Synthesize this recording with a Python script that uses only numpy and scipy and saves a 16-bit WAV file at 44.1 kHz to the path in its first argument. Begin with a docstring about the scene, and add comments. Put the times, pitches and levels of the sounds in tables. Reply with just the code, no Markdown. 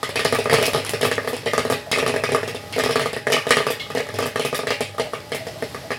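"""A small shop, one microphone close to a popcorn machine with a lidded metal kettle.
Each burst thumps the kettle, cracks the hull and scatters round the glass cabinet. Popped corn
patters down, hard kernels and faint pops add sharp ticks and dry cracks, steam spits from under the
lid and one kernel glances off the frame. Underneath lie the air of the shop, the hum and whine of
the stirrer motor and its arm rubbing along the pan."""
import sys
import numpy as np
from scipy import signal
from scipy.fft import rfft, irfft
from scipy.io import wavfile
from scipy.ndimage import uniform_filter1d

SR = 44100
rng = np.random.default_rng(int(sys.argv[2]) if len(sys.argv) > 2 else 0)


def unload_audio(sound):
    """Save the sound as a 16-bit wav file, at the path given as the first command line argument."""
    columns = np.transpose(np.atleast_2d(sound))
    # keep every value between -1 and 1, then stretch to whole-number steps
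    steps = np.round(np.clip(columns, -1, 1) * 32767)
    wavfile.write(sys.argv[1], SR, steps.astype(np.int16))


N = 263718
AGE = np.arange(SR // 2) / SR  # time since a hit, s

# room tone of the shop: f/Hz, relative level/dB
ROOM_SPECTRUM = [(25, -36), (45, -60), (65, -5.5), (95, 1), (140, 1), (200, -4), (350, -7.5), (620, -8.5),
                 (1000, -15.5), (2000, -17.5), (5000, -17), (6500, -25), (12000, -27), (16000, -37)]
# swell of the motor hum: t/s, level/dB
MOTOR_HUM = [(0.0, -59), (0.11, -43), (0.25, -57), (0.33, -32), (0.5, -41), (1.13, -38.5), (1.27, -53),
             (1.73, -36.5), (1.85, -58), (2.2, -39), (4.1, -55.5), (4.16, -32), (4.55, -66), (4.88, -37),
             (5.06, -60), (5.41, -46), (5.93, -53), (5.98, -64)]
# partials of the gear whine: f/Hz, level/dB
GEAR_WHINE = [(600, -49.5), (829, -50), (1233, -56.5), (1965, -56.5)]
# the stirrer arm rubbing the pan: t/s, level/dB
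ARM_RUBS = [(1.86, -35.5), (4.935, -46), (5.045, -32), (5.39, -36.5), (5.465, -34), (5.55, -40),
            (5.83, -38.5)]
# bursting kernels: t/s, level/dB, knock/dB, height (wall 0 to lid 1), snap/dB
# knock is how hard one hits the kettle, snap how sharply its hull tears; both 0 for a usual burst
KERNEL_BURSTS = [(0.029, -18.5, 10.5, 0.12, 8.0), (0.091, -18.0, -4.0, 0.25, 2.0),
                 (0.156, -15.5, 1, 0.48, 7), (0.192, -17.5, 8.5, 0.17, 8.5), (0.25, -8.0, -1.0, 0.33, -5),
                 (0.324, -9.5, 1.5, 0.27, -3.0), (0.352, -18.5, 11, 0.21, -1), (0.386, -10.5, -23, 0.4, -1),
                 (0.456, -11.5, 3.5, 0.14, -13), (0.496, -15, 7.5, 0.4, 3), (0.512, -14, -1.0, 0.2, 2),
                 (0.525, -6.5, -10, 0.5, -14), (0.538, -8.0, 2.5, 0.13, 2.5), (0.545, -18, 7, 0.27, 6),
                 (0.584, -10.5, -0.5, 0.17, -5), (0.6, -21, -8, 0.3, 0), (0.613, -14.5, -12.0, 0.4, -1),
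                 (0.63, -13.5, -13, 0.7, 3), (0.678, -13, -4, 0.11, -17), (0.732, -27, 9, 0.2, -7),
                 (0.746, -9.5, 1, 0.09, -6), (0.759, -15, -2, 0.2, -1), (0.779, -20.0, 1, 0.3, 3.5),
                 (0.934, -13.5, -5.0, 0.39, -0.0), (1.009, -18.5, 0.0, 0.28, 0), (1.029, -11, -2.0, 0.5, 1),
                 (1.044, -22, 4, 0.089, 9), (1.05, -8.5, 1.0, 0.066, -6), (1.056, -24, 0, 0.073, 4),
                 (1.113, -14.5, 4.5, 0.46, 3.5), (1.179, -13.5, 4, 0.4, -15.0),
                 (1.246, -23.5, -6, 0.26, -4), (1.274, -15, 4.5, 0.24, -1.5), (1.33, -16.5, -8, 0.3, -1.5),
                 (1.461, -13.0, -11, 0.39, -25), (1.474, -17.5, -5, 0.2, -6), (1.533, -12.0, 4, 0.22, 1.5),
                 (1.578, -11.0, 7.5, 0.15, 3.5), (1.65, -13.5, -0.5, 0.17, -3.5),
                 (1.699, -9.5, -1.5, 0.23, -1), (1.722, -9.5, -0.5, 0.22, -3.5),
                 (1.927, -15.0, 3.0, 0.34, -2), (1.958, -19.5, 6.5, 0.14, -2), (1.974, -14, -7, 0.2, -3),
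                 (1.984, -13.5, 4.5, 0.13, 5.0), (2.026, -11.5, -9.0, 0.55, -13),
                 (2.062, -14.5, 8.5, 0.14, 3.0), (2.078, -15.5, -7.0, 0.7, 2.5),
                 (2.094, -13.5, -3, 0.2, -13), (2.139, -12.5, -5, 0.4, -10), (2.161, -14.5, -2, 0.66, -2),
                 (2.236, -12.5, 4.5, 0.36, 2), (2.289, -16.0, -2.0, 0.36, -4.5),
                 (2.319, -12, -10, 0.6, -1.5), (2.346, -9.5, 7.5, 0.1, -3), (2.43, -15.5, -7.0, 0.74, -4.5),
                 (2.476, -18.0, -6, 0.4, 1.5), (2.546, -19, -13, 0.33, 1), (2.762, -16.0, -11, 0.6, -4.5),
                 (2.781, -11.0, -2.5, 0.23, -8), (2.796, -16, 5.5, 0.46, 4), (2.836, -12, -2.5, 0.36, 3),
                 (2.86, -12.5, 2.5, 0.1, -5.0), (2.892, -14, 2.0, 0.1, -4), (2.907, -16.5, -14, 0.4, 7.5),
                 (2.956, -9.0, 4, 0.19, -2), (2.994, -15.5, 7, 0.28, 4.0), (3.016, -18.5, -2, 0.38, 4.5),
                 (3.057, -13.5, 3.5, 0.064, 0), (3.13, -21.0, -3, 0.49, 4.5),
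                 (3.164, -16.5, -2.5, 0.55, -5.5), (3.268, -11.5, 3.0, 0.53, -5),
                 (3.3, -14.5, -8, 0.73, 0.5), (3.32, -14.0, 4.5, 0.2, 13.5), (3.34, -12.0, -12, 0.3, -9),
                 (3.365, -14, 6, 0.078, -4), (3.467, -13.5, -2, 0.35, -1.5), (3.506, -8.5, 10.0, 0.26, 8),
                 (3.568, -10.5, 4.0, 0.24, 3.5), (3.602, -16.0, 5, 0.076, -9),
                 (3.666, -11.5, 4.5, 0.08, -2.0), (3.702, -14, -4, 0.11, 0.5), (3.901, -23.0, 6.5, 0.11, 2),
                 (3.949, -13.5, -15, 0.24, -2.5), (3.972, -13, -4, 0.62, -1.5), (4.001, -19.5, 2, 0.37, -9),
                 (4.088, -24.5, 1, 0.5, -1), (4.14, -21.0, -14.0, 0.3, 3.5), (4.188, -14, 3, 0.22, -4),
                 (4.203, -17.5, -9, 0.3, 0.5), (4.225, -13.5, -0.5, 0.092, -0.5),
                 (4.257, -15.5, -0.5, 0.24, -2.5), (4.357, -13.0, 2.5, 0.33, -3.5),
                 (4.395, -14.5, -3, 0.22, 3.5), (4.448, -12.5, -3, 0.13, 2), (4.527, -15, 0.5, 0.089, -6),
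                 (4.545, -24.5, 11.5, 0.3, 11), (4.59, -15.5, 2.0, 0.18, -1.5),
                 (4.633, -19.5, -1.5, 0.1, -21), (4.669, -16.5, 3.0, 0.5, 3.5),
                 (4.704, -12.0, 3.0, 0.32, 2.5), (4.806, -13.5, -7, 0.37, 3.5),
                 (4.981, -20.5, 8.5, 0.1, 0.5), (4.996, -12, -11, 0.66, -1.5),
                 (5.133, -16.5, 4.5, 0.079, -3.5), (5.318, -18, -0.5, 0.45, 3), (5.346, -17, -9, 0.7, 0),
                 (5.467, -22, -7, 0.66, 2), (5.623, -15.5, -6.5, 0.72, -4.5), (5.745, -22.5, 6.5, 0.22, -2),
                 (5.904, -17.5, 5, 0.3, -0.5), (5.916, -17.0, 3.5, 0.38, -3.5)]
# sharp ticks and dry cracks, from hard kernels on the cabinet and faint pops:
# t/s, level/dB, relative ring/dB, glass share (0-1, the rest metal)
SHARP_TICKS = [(0.2467, -19.5, -1, 0.46), (0.348, -16.5, -10, 0.9), (0.4419, -30.5, 1, 0.74),
               (0.5305, -13.5, -14, 0.9), (0.6261, -14, -8, 0.57), (0.6549, -18, -3, 0.49),
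               (0.6636, -15.5, -28, 0.3), (0.733, -19.5, -4.5, 0.47), (0.848, -24, -2.5, 0.64),
               (0.8645, -22, -8, 0.7), (0.8929, -17.5, -11, 0.6), (0.9076, -26, -17, 0.3),
               (1.0123, -22, -1.5, 0.38), (1.155, -30, -12, 0.9), (1.3658, -26.5, -8.5, 0.28),
               (1.4578, -30.5, 8.5, 0.66), (1.914, -15.5, 0.5, 0.59), (2.7251, -27.5, 3.5, 0.6),
               (2.7892, -22, -8, .35), (3.4912, -22, -5, 0.5), (3.981, -28, 0, 0.8), (4.159, -36, 4.5, .7),
               (4.1865, -20, -22, .5), (4.422, -30, -0.5, .7)]
# spits of steam and oil: t/s, level/dB
STEAM_SPITS = [(0.654, -19), (0.892, -28), (1.05, -21), (1.283, -27), (1.7, -24), (2.479, -33),
               (3.703, -21.5), (4.256, -25), (4.452, -26), (4.546, -20.5), (5.345, -27)]
# a kernel glancing off the frame: t/s, level/dB
FRAME_PINGS = [(3.797, -21.5)]
# resonances of the machine: f/Hz, relative level/dB, t60/s
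CAVITY_MODES = [(133.2, -13.5, 0.13), (150, -16, 0.12), (247, -17, 0.13), (264.2, -14.5, 0.12),
                (420.2, -12.5, 0.18), (474.3, 4, 0.032), (451.6, -13, 0.14), (525, -19.5, 0.069),
                (579, -14, 0.26), (635.8, -10.5, 0.14), (807, -13, 0.077)]  # air in the kettle and cabinet
KETTLE_WALL_MODES = [(1050, -40, 0.0067), (1173, -5.5, 0.085), (1220.7, 3, 0.054), (1280, -33, 0.053),
                     (1460, -9, 0.016)]
KETTLE_LID_MODES = [(1780, -33, .035), (1715, 5, 0.032), (1834, 9.5, 0.025), (1880, -8, 0.027),
                    (2090, -4.5, 0.086), (1980, -10.5, 0.11)]
KETTLE_PAN_MODES = [(619, 2, 0.078), (643, 6.5, 0.15)]
GLASS_PANE_MODES = [(2224, -8, 0.11), (2496, 3.5, 0.11), (2620, -6, 0.17), (3160, -21, .08)]
CABINET_FRAME_MODES = [(2170, 13, 0.04), (2740, -7, .02), (2970, 10, 0.034), (3290, 5, 0.16),
                       (3410, 10, 0.036), (3800, -3, .04), (4470, -6, .01), (7500, -28, 0.037)]
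# spectra of ringing glass, ringing sheet metal and a cracking hull: f/Hz, relative level/dB
GLASS_SPECTRUM = [(700, -20), (1000, -16), (1450, -9.5), (1900, 4), (2500, 3.5), (3200, -5.5), (4000, -12),
                  (6000, -30), (12000, -32)]
METAL_SPECTRUM = [(1500, -39.5), (3000, 2.5), (3900, 0.5), (4500, 0.5), (5300, 1.5), (6300, -12.5),
                  (8500, -12), (10200, -20), (12000, -41), (16000, -35)]
CRACK_SPECTRUM = [(800, 4.5), (2000, -1.5), (5000, -5), (6500, -3.5), (8500, -4.5), (10200, 2),
                  (12000, -8.5), (15500, -16)]

ONSET_DELAY_S = 0.001  # pops and ticks sound 1 ms after their listed times


def undb(db):
    """Decibels to gain."""
    return 10 ** (np.asarray(db) / 20)


def unit(x):
    """Scale to an energy of one."""
    return x / np.sqrt(np.sum(x ** 2))


def fade(t60):
    """Exponential decay over the life of one hit."""
    return np.exp(-np.log(1000) * AGE / t60)


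def ring(x, response):
    """Pass a signal through an impulse response."""
    return signal.fftconvolve(x, response)[:len(x)]


def band(x, low_hz, high_hz):
    """Band-pass with second-order skirts."""
    return signal.sosfilt(signal.butter(2, [low_hz, high_hz], "band", fs=SR, output="sos"), x)


def modal(modes):
    """Impulse response of a set of damped modes; sound follows their velocity."""
    return unit(sum(undb(db) * np.cos(2 * np.pi * hz * AGE) * fade(t60) for hz, db, t60 in modes))


def colour(points, size=4096):
    """Causal impulse response with the given spectrum (f/Hz, level/dB)."""
    hz, db = np.transpose(points)
    bin_hz = np.arange(size // 2 + 1) * SR / size
    gain = undb(np.interp(np.log(bin_hz + 1), np.log(hz), db))
    cepstrum = irfft(np.log(gain))[:size // 2]
    cepstrum[1:] *= 2  # minimum phase
    return unit(irfft(np.exp(rfft(cepstrum, size))))


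def walk(rate_hz):
    """Slow random drift with a spread of one."""
    hold = int(SR / rate_hz)
    steps = np.repeat(rng.standard_normal(N // hold + 1), hold)[:N]
    drift = uniform_filter1d(uniform_filter1d(steps, hold), hold)
    return drift / drift.std()


def tone(hz, waver_hz):
    """A sine of unit rms whose pitch wavers."""
    return np.sqrt(2) * np.sin(2 * np.pi * np.cumsum(hz + waver_hz * walk(15)) / SR)


def play(times, dbs, hit):
    """A fresh hit at each time and level."""
    track = np.zeros(N + len(AGE))
    for time, db in zip(times, dbs):
        start = int(np.clip(time * SR, 0, N))
        track[start:start + len(AGE)] += undb(db) * hit()
    return track[:N]


def grains(envelope, rough_db=3, size=24):
    """Dense random arrivals in uneven clumps under an envelope, with an energy of one."""
    clumps = np.repeat(rng.standard_normal(len(AGE) // size + 1), size)[:len(AGE)]
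    return unit(envelope * undb(rough_db * clumps) * rng.standard_normal(len(AGE)))


def scatter(onset_s, t60, room_db, room_t60):
    """Reflections build up, die fast in the cabinet and linger in the shop."""
    build_up = 1 - np.exp(-(AGE / onset_s) ** 2)
    return grains(build_up * np.hypot(fade(t60), undb(room_db) * fade(room_t60)))


def spot(hit, patchy_db, width_hz):
    """Each spot that is struck favours its own resonances a little."""
    hz = np.arange(len(hit) // 2 + 1) * SR / len(hit)
    bumps = rng.uniform(-1.57, 1, size=400)
    ripple_db = patchy_db * np.interp(hz / width_hz, np.arange(len(bumps)), bumps)
    return unit(irfft(rfft(hit) * undb(ripple_db)))


def split(share):
    """Levels (dB) of two parts under one blow: the first gets the share, the second the rest."""
    share = np.clip(share, 0.03, 0.97)
    return 20 * np.log10([share, 1 - share])


def room_tone():
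    """Air and machine noise in the shop, drifting a little in level."""
    return undb(-41 + 2.2 * walk(4.27)) * ring(rng.standard_normal(N), colour(ROOM_SPECTRUM))


def stirrer():
    """The motor hum swells and sinks under the gear whine; the arm rubs the pan in short swells."""
    hum_db = np.interp(np.arange(N) / SR, *np.transpose(MOTOR_HUM))
    hum = undb(hum_db - 0.5) * tone(102.8, waver_hz=2.23)
    whine = sum(undb(db - 0.5 + 3.4 * walk(16)) * tone(hz, waver_hz=12) for hz, db in GEAR_WHINE)
    rubs = play(*np.transpose(ARM_RUBS), lambda: grains(AGE * fade(0.091)))
    return hum + whine + undb(33.5) * ring(rubs, modal(KETTLE_PAN_MODES))


def puff(echo, lag_s, spread):
    """A steam pulse and its echo off the cabinet, whose lag depends on where the kernel lay."""
    pulse = np.zeros(len(AGE))
    pulse[0] = 1
    pulse[int(SR * lag_s * np.exp(spread * rng.standard_normal()))] += echo
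    return pulse


def kettle(times, thump_db, wall_db, lid_db):
    """Steam pulses thump the enclosed air and knock the metal wall and lid."""
    def thump():
        pulse = puff(echo=0.59, lag_s=0.004653, spread=0.048)
        reflections = scatter(onset_s=0.0071, t60=0.16, room_db=-16.5, room_t60=0.61)
        return spot(pulse + undb(-3.5) * reflections, patchy_db=2, width_hz=145)

    def wall_knock():
        pulse = puff(echo=0.18, lag_s=0.00474, spread=0.14)
        return spot(pulse + undb(-4.5) * grains(AGE * fade(0.077)), patchy_db=2.5, width_hz=189)

    def lid_knock():
        pulse = puff(echo=0.52, lag_s=0.0036, spread=0.193)
        return pulse + undb(-0.5) * scatter(onset_s=0.0054, t60=0.1, room_db=-17.5, room_t60=0.99)

    thumps = play(times, thump_db, thump)
    wall_knocks = play(times, wall_db, wall_knock)
    lid_knocks = play(times, lid_db, lid_knock)
    # each part radiates only around its own modes, which rounds the first swing
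    air = band(ring(thumps, modal(CAVITY_MODES)), low_hz=85, high_hz=860)
    wall = band(ring(wall_knocks, modal(KETTLE_WALL_MODES)), low_hz=566, high_hz=1820)
    lid = band(ring(lid_knocks, modal(KETTLE_LID_MODES)), low_hz=1240, high_hz=2360)
    # the knock comes back from the shop to the microphone without its pitch
    echoes = play(times, wall_db, lambda: scatter(onset_s=0.023, t60=0.13, room_db=0, room_t60=0.45))
    room = band(echoes, low_hz=810, high_hz=1920)
    return undb(22.5) * (air + lid) + undb(21.5) * (wall + room)


def cabinet(times, glass_db, metal_db):
    """The dense, bright ring of glass panes and sheet metal after each hit."""
    def glass_hit():
        reflections = scatter(onset_s=0.0079, t60=0.31, room_db=-30, room_t60=0.24)
        return spot(reflections, patchy_db=7, width_hz=150.8)

    def metal_hit():
        reflections = scatter(onset_s=0.00048, t60=0.28, room_db=-18.5, room_t60=0.68)
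        return spot(reflections, patchy_db=6, width_hz=299.5)

    glass_hits = play(times, glass_db, glass_hit)
    metal_hits = play(times, metal_db, metal_hit)
    glass = undb(26) * ring(glass_hits, colour(GLASS_SPECTRUM))
    pane_tones = undb(16) * ring(glass_hits, modal(GLASS_PANE_MODES))
    metal = undb(25) * ring(metal_hits, colour(METAL_SPECTRUM))
    return glass + pane_tones + metal


def snap(t60, slap_db, slap_s, tail_db):
    """A brief snap, its slap off a nearby wall and a thin, crackly tail."""
    direct = grains(fade(t60) + undb(-16.5) * fade(0.012), rough_db=8)
    slap = np.roll(grains(fade(0.0037)), int(SR * slap_s * rng.uniform(0.97, 1.0)))
    tail = scatter(onset_s=0.001, t60=0.2, room_db=-8, room_t60=0.45)
    return spot(direct + undb(slap_db) * slap + undb(tail_db) * tail, patchy_db=4.5, width_hz=1580)


def bursts():
    """Each burst thumps the kettle; its snap cracks the hull and rings the cabinet."""
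    times, level_db, knock_db, height, snap_db = np.transpose(KERNEL_BURSTS)
    times = times + ONSET_DELAY_S
    lid_db, wall_db = level_db + knock_db + split(height)  # high kernels knock the lid, low the wall
    knocks = kettle(times, level_db, wall_db - 6, lid_db - 2)
    # ring and crack vary by about 1 dB from burst to burst
    glass_db, metal_db, hull_db = level_db + rng.standard_normal((len(times), 3)).T
    ringing = cabinet(times, glass_db + snap_db - 13.5, metal_db + snap_db - 13)
    crack_db = hull_db + 0.77 * snap_db - 13.5
    cracks = play(times, crack_db, lambda: snap(t60=0.005, slap_db=-7, slap_s=0.017, tail_db=1))
    return knocks + ringing + undb(23) * ring(cracks, colour(CRACK_SPECTRUM))


def patter(pieces=60):
    """Light popped corn tumbles from the lid and lands at random moments."""
    moment, force = rng.uniform(size=(pieces, 2)).T
    times, level_db = moment * N / SR, -45 + 9 * force
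    landings = play(times, level_db, lambda: grains(fade(0.005)) + undb(-12) * grains(fade(0.1)))
    return undb(12.5) * ring(landings, colour(CRACK_SPECTRUM))


def sharp_ticks():
    """Ticks of hard kernels and dry cracks of faint pops set the glass and sheet metal ringing."""
    times, level_db, ring_db, glass_share = np.transpose(SHARP_TICKS)
    times = times + ONSET_DELAY_S
    clicks = play(times, level_db, lambda: snap(t60=0.0025, slap_db=-18, slap_s=0.016, tail_db=-2))
    glass_db, metal_db = level_db + ring_db + split(glass_share)
    ringing = cabinet(times, glass_db + 4, metal_db + 6.5)
    return undb(21) * ring(clicks, colour(CRACK_SPECTRUM)) + ringing


def steam():
    """Short spits of steam and hot oil escape from under the lid."""
    spits = play(*np.transpose(STEAM_SPITS), lambda: grains(np.sqrt(AGE) * fade(0.12)))
    return undb(24) * band(spits, low_hz=6900, high_hz=14200)


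def frame_ping():
    """A glancing kernel rattles along the frame, which rings faintly."""
    hits = play(*np.transpose(FRAME_PINGS), lambda: grains(fade(0.33), rough_db=1))
    rattle = undb(31) * band(hits, low_hz=2760, high_hz=4180)
    return rattle + undb(23) * ring(hits, modal(CABINET_FRAME_MODES))


def scene():
    """The machine close up and the shop behind it, in mono."""
    corn = bursts() + sharp_ticks() + patter()
    return (corn + steam() + frame_ping() + stirrer() + room_tone())[None]


def record(dry, low_hz=60, top_hz=15900):
    """The microphone clips at full scale, thins the deep bass and cuts the top."""
    low_cut = signal.butter(3, low_hz, "high", fs=SR, output="sos")
    top_cut = signal.ellip(10, 0.2, 80, top_hz, fs=SR, output="sos")
    return signal.sosfilt(top_cut, signal.sosfilt(low_cut, np.clip(dry, -1, 1)))


dry = scene()
out = record(dry)
unload_audio(out)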